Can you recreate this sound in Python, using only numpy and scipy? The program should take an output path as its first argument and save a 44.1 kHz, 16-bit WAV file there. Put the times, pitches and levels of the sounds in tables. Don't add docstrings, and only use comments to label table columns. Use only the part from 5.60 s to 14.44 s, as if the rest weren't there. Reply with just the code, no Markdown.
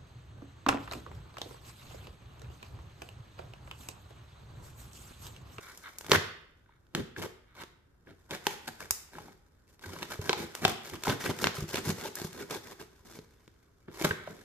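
import sys
import numpy as np
from scipy import signal
from scipy.fft import rfft, irfft, next_fast_len
from scipy.io import wavfile

SR = 44100
rng = np.random.default_rng(int(sys.argv[2]) if len(sys.argv) > 2 else 0)


def to_wav(sig):
    pcm = np.clip(np.atleast_2d(sig), -1, 1) * 32767
    pcm = np.round(pcm).astype(np.int16)
    wavfile.write(sys.argv[1], SR, pcm.T)


N = 389841
T = np.arange(N) / SR

# f/Hz, relative level/dB
PANEL_COLOUR = [(30, -44.5), (65, -12), (100, -2.5), (160, -1), (350, 0), (450, -3), (620, -17.5),
                (1500, -75.5)]
# f/Hz, relative level/dB
FRACTURE_COLOUR = [(170, -29.5), (380, 2), (620, -2.5), (1000, 0.5), (2300, -3.5), (3700, -4), (4600, -9),
                   (7000, -15.5), (14000, -57)]


def undb(db):
    return 10 ** (np.asarray(db) / 20)


def unit(x):
    return x / np.sqrt(np.mean(np.sum(x ** 2, axis=-1)))


def on_log_axis(hz, points, column=1):
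    rows = np.array(points, float)
    return np.interp(np.log(hz + 1), np.log(rows[:, 0]), rows[:, column])


def response(points, size=4096):
    magnitude = undb(on_log_axis(np.fft.rfftfreq(size, 1 / SR), points))
    cepstrum = irfft(np.log(magnitude))
    cepstrum[1:size // 2] *= 2
    cepstrum[size // 2 + 1:] = 0
    return unit(irfft(np.exp(rfft(cepstrum))))


def through(x, impulse):
    return signal.fftconvolve(x, np.atleast_2d(impulse), axes=-1)[:, :x.shape[-1]]


def fade(t, t60):
    return np.exp(-np.log(1000) * t / t60)


def walk(rate):
    count = int(T[-1] * rate) + 2
    return np.interp(T * rate, np.arange(count), rng.standard_normal(N)[:count])


def diffuse(size, alike_hz):
    hz = np.fft.rfftfreq(size, 1 / SR)
    mid, side = rfft(rng.standard_normal((2, size)))
    alike = 1 / (1 + (hz / alike_hz) ** 2)
    common = mid * np.sqrt(1 + alike)
    opposed = np.array([[1], [-1]]) * side * np.sqrt(1 - alike)
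    return hz, (common + opposed) / np.sqrt(2)


def lag_at(s, scatter_ms):
    # t/s, lag of the left channel/ms
    place = [(0, 0.077), (5.2, 0.085), (6.1, -0.049), (7.4, -.07), (8.2, 0.096)]
    return np.rint((np.interp(s, *np.transpose(place)) + scatter_ms) * SR / 1000).astype(int)


def add(out, s, sound):
    start = int(s * SR)
    out[:, start:start + sound.shape[1]] += sound[:, :out.shape[1] - start]


def air():
    # f/Hz, relative level/dB
    air_colour = [(20, -18), (50, -3), (90, -4), (200, -15.5), (370, -16.5), (850, -29), (1550, -24),
                  (2300, -40), (15000, -52)]
    hz, noise = diffuse(2 * N, alike_hz=300)
    hush = irfft(noise * undb(on_log_axis(hz, air_colour)))[:, :N]
    return unit(hush) * np.sqrt(N) * undb(-64.5)


def room(x, table_db, table_t60, wall_gap_s, count=15):
    # f/Hz, level against the direct sound/dB, T60/s
    walls = [(100, -9.5, 0.43), (250, -11.5, 0.43), (450, -9.5, 0.55), (740, -9, 0.54), (1620, -9, 0.63),
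             (3170, -8.5, 0.65), (6500, -7.5, 0.41), (13000, -9, 0.35)]
    t = T[:SR]
    hz, noise = diffuse(SR, alike_hz=523)
    edges = np.geomspace(50, 18000, count + 1)
    scatter_noise = diffuse(SR, alike_hz=490)[1]
    scattered = irfft(scatter_noise * hz / (hz + 700))
    echo = undb(table_db) * unit(scattered * fade(t, table_t60) * (t > .0008))
    for lo, hi in zip(edges, edges[1:]):
        level_db, t60 = (on_log_axis(np.sqrt(lo * hi), walls, k) for k in (1, 2))
        band = irfft(noise * (hz >= lo) * (hz < hi))
        tail = band * fade(t, t60) * np.minimum(t / wall_gap_s, 1) ** 2
        echo += undb(level_db) * unit(tail) * np.sqrt(2 * (hi - lo) / SR)
    return x + through(x, echo)


def hollow(x, ring_db):
    # f/Hz, relative level/dB, T60/s
    modes = [(87.4, -3, 0.38), (161.6, -6.5, 0.58), (226.7, -5, 0.54), (1470, -7, 0.3)]
    t = T[:SR // 2]
    ring = sum(undb(db) * np.cos(2 * np.pi * hz * t) * fade(t, t60) for hz, db, t60 in modes)
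    return x + undb(ring_db) * through(x, unit(ring))


def wall(t):
    mean_hz, t60 = 372, 0.068
    hz = mean_hz * (1 + 0.069 * rng.standard_normal())
    return unit(np.sin(2 * np.pi * hz * t)[None] * fade(t, t60))


def knocks():
    # t/s, swing level over 10 ms/dB, f/Hz, T60 of the damping/periods
    blows = [(0.52, -24.5, 426, 7), (0.559, -33.5, 100, 7.2), (1.403, -38.5, 125, 8.6),
             (3.308, -43.5, 66, 1.8), (4.264, -42.5, 91.4, 9.5), (4.592, -33.5, 115, 2.7),
             (5.489, -29.5, 120, 5.7), (5.694, -36, 137, 4.1), (5.983, -35, 146, 5.5),
             (6.023, -34, 143, 2.2), (6.038, -35, 153, 2.4), (6.273, -31.5, 143, 3.9),
             (6.294, -28, 197, 4.9), (6.647, -36, 177, 3.2), (8.448, -32.5, 163, 6.1),
             (8.508, -34.5, 121, 2.9)]
    out, t = np.zeros((2, N)), T[:SR // 2]
    window = np.sqrt(SR / 100)
    for s, db, hz, cycles in blows:
        swing = np.sin(2 * np.pi * hz * t) * t * fade(t, cycles / hz)
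        add(out, s, window * undb(db) * (unit(swing[None]) + undb(-5) * wall(t)))
    return out


def slips(rate, spread_db, scatter_ms, rub):
    chance = rng.random(N)
    size = np.minimum(rng.exponential(size=N), 4)
    sign = rng.choice([-1, 1], N)
    clicks = unit((chance < rate / SR) * undb(spread_db * size) * sign)
    force = clicks + rub * unit(rng.standard_normal(N))
    lag = lag_at(T, scatter_ms * rng.standard_normal(N))
    arrival = np.clip(np.arange(N) + lag, 0, N - 1)
    return unit(np.array([np.bincount(arrival, force, N), force])) * np.sqrt(N)


def scratching():
    # t/s, duration/s, drive level at the peak/dB
    touches = [(-.03, 0.2, -50.5), (0.226, 0.08, -44), (1.068, 0.13, -67), (1.846, 0.12, -65.5),
               (1.97, 0.081, -47), (8.47, 0.28, -51)]
    # f/Hz, relative level/dB
    tip_colour = [(600, -30.5), (1100, -7.5), (1450, -2.5), (1750, -9), (2200, -6), (2550, -22),
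                  (3900, -13.5), (5000, -39.5)]
    touch = sum(undb(db) * np.sin(np.pi * np.clip((T - s) / length, 0, 1)) for s, length, db in touches)
    chatter = slips(rate=680, spread_db=2.5, scatter_ms=0.094, rub=.3)
    return undb(-2.5) * through(chatter * touch, response(tip_colour))


def fracture(t, t60, splinter):
    hz, noise = diffuse(len(t), alike_hz=2580)
    burst = splinter * unit(irfft(noise * hz / (hz + 1200)) * fade(t, t60))
    burst[:, 0] += 1
    spectrum = rfft(burst)
    evened = spectrum / abs(spectrum) ** (3 / 4)
    return irfft(evened) * (t < t[-1] / 2)


def pops(t60, splinter, sharpness, size=4096):
    # t/s, level over 10 ms/dB, f of the spot/Hz
    spots = [(0.279, -47, 1420), (0.533, -25, 1150), (0.549, -22, 1593), (0.558, -27, 2014),
             (1.06, -67.5, 1500), (1.092, -62.5, 900), (1.352, -34, 350), (1.5631, -42, 1720),
             (1.658, -39, 430), (2.021, -48.5, 910), (2.471, -58, 1700), (2.721, -40.5, 426),
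             (2.869, -29, 840), (3.553, -49.5, 1490), (3.5835, -43, 790), (3.683, -51.5, 800),
             (4.239, -45.5, 1577), (4.333, -45, 350), (4.363, -44.5, 1150), (4.698, -28, 348),
             (4.707, -36, 1005), (4.7304, -30.5, 820), (5.051, -19, 784), (5.4714, -29, 800),
             (8.447, -33.5, 524), (8.451, -33, 1170), (8.5087, -28, 1600), (8.511, -34.5, 428),
             (8.674, -38.5, 620)]
    out, t = np.zeros((2, N)), np.arange(size) / SR
    window = np.sqrt(SR / 100)
    card = response(FRACTURE_COLOUR)
    for s, db, hz in spots:
        resonance = signal.iirpeak(hz, sharpness, fs=SR)
        burst = through(fracture(t, t60, splinter), card)
        sound = unit(signal.lfilter(*resonance, burst))
        sound[0] = np.roll(sound[0], lag_at(s, 0))
        add(out, s, window * undb(db) * sound)
    return out


def snaps(size=4096):
    # t/s, reference level over 10 ms/dB, relative panel flex/dB, relative fizz/dB
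    breaks = [(0.1746, -59, -14, 11), (0.385, -56.5, -19.5, 16.5), (0.41, -48.5, -25, -1),
              (0.465, -48, -10, -0.5), (0.496, -43, 6, -2), (0.5174, -15.5, -6.5, -19.5),
              (0.5579, -30.5, -7.5, -9), (1.268, -73, -20, -11), (1.3498, -29.5, -2.5, -10.5),
              (2.036, -48.5, -4.5, -10), (2.709, -38.5, -5.5, -11), (2.868, -25.5, -7, -7),
              (3.3078, -33, -18, 10), (4.194, -59.5, -8, -9), (4.423, -44, -3, -14),
              (4.429, -35.5, -10, -12.5), (4.519, -41.5, -18.5, -7), (4.6943, -23.5, -8, -32),
              (4.7301, -28.5, -14, -17), (4.951, -40, -28.5, 0.5), (5.0507, -19, -9, -18.5),
              (5.0799, -32.5, -12, -4), (5.095, -37.5, -21, -2.5), (5.4361, -38, -14, -0.5),
              (5.451, -41, -15, -15), (5.4711, -45, -5, -8.5), (5.48, -34.5, 6, -14.5),
              (5.4974, -31, -7.5, -14), (5.612, -49, -18, -7), (5.641, -39, -2, -16),
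              (5.789, -42.5, -16, -3), (5.842, -23, -15.5, -15.5), (5.8703, -25, -6, -16),
              (5.881, -43, -8, -18), (6.1433, -36, 1, -14), (6.157, -32.5, -12, -8), (6.1715, -37, -16, -8),
              (6.5543, -50, -16, 13.5), (6.617, -45, 7, -1), (6.73, -55, -12, 5), (7.204, -56, -22, -20),
              (7.5892, -53.5, 10.5, -7.5), (7.878, -59, 5, -12), (8.4129, -40, 4, -9),
              (8.444, -40.5, 7.5, -3), (8.45, -35.5, 7, -2)]
    # f/Hz, relative level/dB
    film_colour = [(1500, -23), (4100, -9), (5600, -1), (7100, -1), (9000, -5), (15000, -6)]
    out, t = np.zeros((2, N)), np.arange(size) / SR
    window = np.sqrt(SR / 100)
    card, panel, film = response(FRACTURE_COLOUR), response(PANEL_COLOUR), response(film_colour)
    for s, db, flex_db, fizz_db in breaks:
        burst = fracture(t, t60=.007, splinter=2.8)
        body = undb(-2.5) * unit(through(burst, panel)) + undb(-2.0) * wall(t)
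        sound = undb(-0.5) * unit(through(burst, card)) + undb(flex_db) * body
        tick = fracture(t, t60=0.012, splinter=4.9)
        sound += undb(fizz_db) * unit(through(tick, film))
        sound[0] = np.roll(sound[0], lag_at(s, 0))
        add(out, s, window * undb(db) * sound)
    return out


def shifting(x, depth_db, rate, count=20):
    size = next_fast_len(N, real=True)
    spectrum, hz = rfft(x, size), np.fft.rfftfreq(size, 1 / SR)
    place = np.interp(np.log(hz + 1), np.log([500, 7000]), [0, count - 1])
    total = 0
    for k in range(count):
        overlap = np.maximum(1 - abs(place - k), 0)
        total = total + irfft(spectrum * overlap, size)[:, :N] * undb(depth_db * walk(rate))
    return total


def effort():
    # t/s, duration/s, card drive level/dB,
    # relative panel flex/dB, relative tape fizz/dB, swell from start to end/dB
    strokes = [(0, 0.33, -64, -8, -1.5, -8.5), (0.435, 0.1, -49, 0, -11, 19),
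               (0.503, 0.047, -25.5, -2.5, -12, 4), (1.347, 0.055, -42, 10, -14, 1),
               (1.577, 0.02, -39, 6.5, -10, -8), (1.615, 0.05, -41, 2.5, -11, -16),
               (1.938, 0.087, -54.5, -6.5, -13.5, 13), (2.459, 0.056, -58, 7.5, -19.5, 5),
               (2.703, 0.062, -41, -3.5, -13, -9.5), (2.844, 0.092, -47, -7, -9, 0.5),
               (3.065, 0.016, -41.5, -6, -9.5, 11), (3.198, 0.061, -47.5, -4, -10, -8),
               (3.519, 0.21, -57.5, 3.5, -10, -10.5), (4.063, 0.084, -70, -1, -5, 0),
               (4.209, 0.24, -50.5, 0, -9.5, 4), (4.487, 0.055, -43, -3, -9, -4.5),
               (4.607, 0.098, -44, 0, -7.5, 6), (4.76, 0.077, -44, 4.5, -8, 3.5),
               (4.935, 0.084, -52.5, -11, -9, -4.5), (5.01, 0.11, -42.5, 6.5, -10, -2.5),
               (5.232, 0.067, -46.5, -6, -5.5, -2.5), (5.32, 0.043, -45, 7.5, -11.5, -7.5),
               (5.412, 0.057, -47.5, -16, -7.5, 18), (5.468, 0.074, -34, 2.5, -12.5, -4),
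               (5.596, 0.081, -43, -17, -6.5, -2), (5.644, 0.065, -39.5, 7, -12, 1.5),
               (5.748, 0.086, -50, 5, -5, 26), (5.849, 0.062, -40, 1.5, -12, -21),
               (5.938, 0.095, -46, -3.5, -4.5, -5), (6.078, 0.15, -53, -16, -2.5, -14),
               (6.123, 0.066, -39, 1, -9, 4.5), (6.228, 0.077, -40.5, -1, -6, 13.5),
               (6.348, 0.13, -47, -4.5, -8, 15.5), (6.559, 0.11, -45, -11, -5, -1.5),
               (6.734, 0.09, -47, -1.5, -9, 11), (6.895, 0.076, -39.5, -4, -9, -7.5),
               (7.027, 0.097, -52.5, -4.5, -7.5, 2.5), (7.195, 0.033, -45, -6, -9.5, -14),
               (7.444, 0.13, -56, 0, -5.5, 3), (8.274, 0.0091, -52, 5, -29, 12),
               (8.302, 0.12, -51.5, -10, -7.5, 26), (8.434, 0.096, -38.5, -1.5, -10.5, -18),
               (8.68, 0.13, -62, 9, -8, -19)]
    # t/s, drive level/dB
    contact = [(0, -63), (.45, -64.5), (.9, -82.5), (2.4, -83), (2.9, -59.5), (3.4, -68.5), (4.15, -82.5),
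               (4.4, -61), (6.8, -59.5), (7.4, -69), (8.2, -77), (8.8, -60.5)]
    graze_db, graze_s = -18, 0.024
    bite_s, release_t60_s, settle_t60_s = 0.015, 0.062, 0.13
    rubbing_db = np.interp(T, *np.transpose(contact)) + np.array([[0], [-2], [-7]])
    power = undb(rubbing_db) ** 2
    for s, length, db, flex_db, fizz_db, swell_db in strokes:
        near = (T > s - graze_s) & (T < s + .5)
        t = T[near] - s
        grip = np.interp(t, [-graze_s, 0, bite_s], [0, undb(graze_db), 1])
        push = grip * undb(db + swell_db * (np.clip(t / length, 0, 1) - .5))
        after = np.maximum(t - length, 0)
        rasp = push * fade(after, release_t60_s)
        flex = push * fade(after, settle_t60_s) * undb(flex_db)
        power[:, near] += np.array([rasp, flex, rasp * undb(fizz_db)]) ** 2
    rasp_db, flex_db, fizz_db = 10 * np.log10(power)
    return rasp_db, flex_db - rasp_db, fizz_db - rasp_db


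def sawing():
    # t/s, toughness from 0 to 1
    resistance = [(5.9, 0.86), (6.5, 0.51)]
    # f/Hz, relative level/dB
    card_colour = [(220, -28), (350, -7), (440, -4), (620, -1.5), (800, -1.5), (1200, -0.5), (2150, -3.5),
                   (2550, -8.5), (3600, -9), (5200, -26), (12000, -57)]
    tape_colour = [(1500, -49.5), (3800, -4), (5000, 3), (7000, 2.5), (9800, -4), (12500, 0), (16000, -12)]
    flap_hz, flap_q = 420, 3.1
    rasp_db, flex_db, fizz_db = effort()
    pressure = undb(rasp_db + 1.4 * walk(rate=76))
    tearing = unit(undb(4.5 * walk(rate=330))) * np.sqrt(N)
    toughness = np.clip(np.interp(T, *np.transpose(resistance)), 0, 1)
    catches = 0.62 * toughness * slips(rate=170, spread_db=2.0, scatter_ms=0, rub=0)
    grit = np.sqrt(0.61 * toughness) * slips(rate=1000, spread_db=2.0, scatter_ms=0.049, rub=0.27)
    glide = np.sqrt(1 - 0.59 * toughness) * slips(rate=13000, spread_db=-2.0, scatter_ms=0.059, rub=1)
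    scrape = (grit + glide) * pressure * tearing
    crackle = 0.8 * shifting(catches * pressure, depth_db=8.0, rate=210)
    tugging = slips(rate=660, spread_db=3.0, scatter_ms=0.45, rub=0.46) * pressure
    rasp = shifting(scrape, depth_db=4, rate=70) + crackle
    card = undb(-3.5) * through(rasp, response(card_colour))
    fizz = (scrape + catches * pressure) * undb(fizz_db)
    tape = undb(2.27) * through(fizz, response(tape_colour))
    panel = undb(-3.0) * through(tugging * undb(flex_db), response(PANEL_COLOUR))
    flap = signal.lfilter(*signal.iirpeak(flap_hz, flap_q, fs=SR), response(PANEL_COLOUR))
    drone = undb(-0.5) * through(tugging * (1 - toughness), unit(flap))
    low_band = signal.butter(2, [50, 110], "band", fs=SR, output="sos")
    draught = signal.sosfilt(low_band, rng.standard_normal((2, N)))
    fanning = unit(draught) * np.sqrt(N) * undb(rasp_db + flex_db - 18.5)
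    return card + tape + panel + drone + fanning


def scene():
    popping = pops(t60=0.022, splinter=3.5, sharpness=6.6)
    box = hollow(sawing() + scratching() + snaps() + popping + knocks(), ring_db=-28.0)
    return room(box, table_db=-6.0, table_t60=0.031, wall_gap_s=0.013) + air()


def record(dry):
    low_pass = signal.ellip(8, .2, 70, 14700, fs=SR, output="sos")
    return signal.sosfilt(low_pass, np.clip(dry, -1, 1))


dry = scene()
out = record(dry)
to_wav(out)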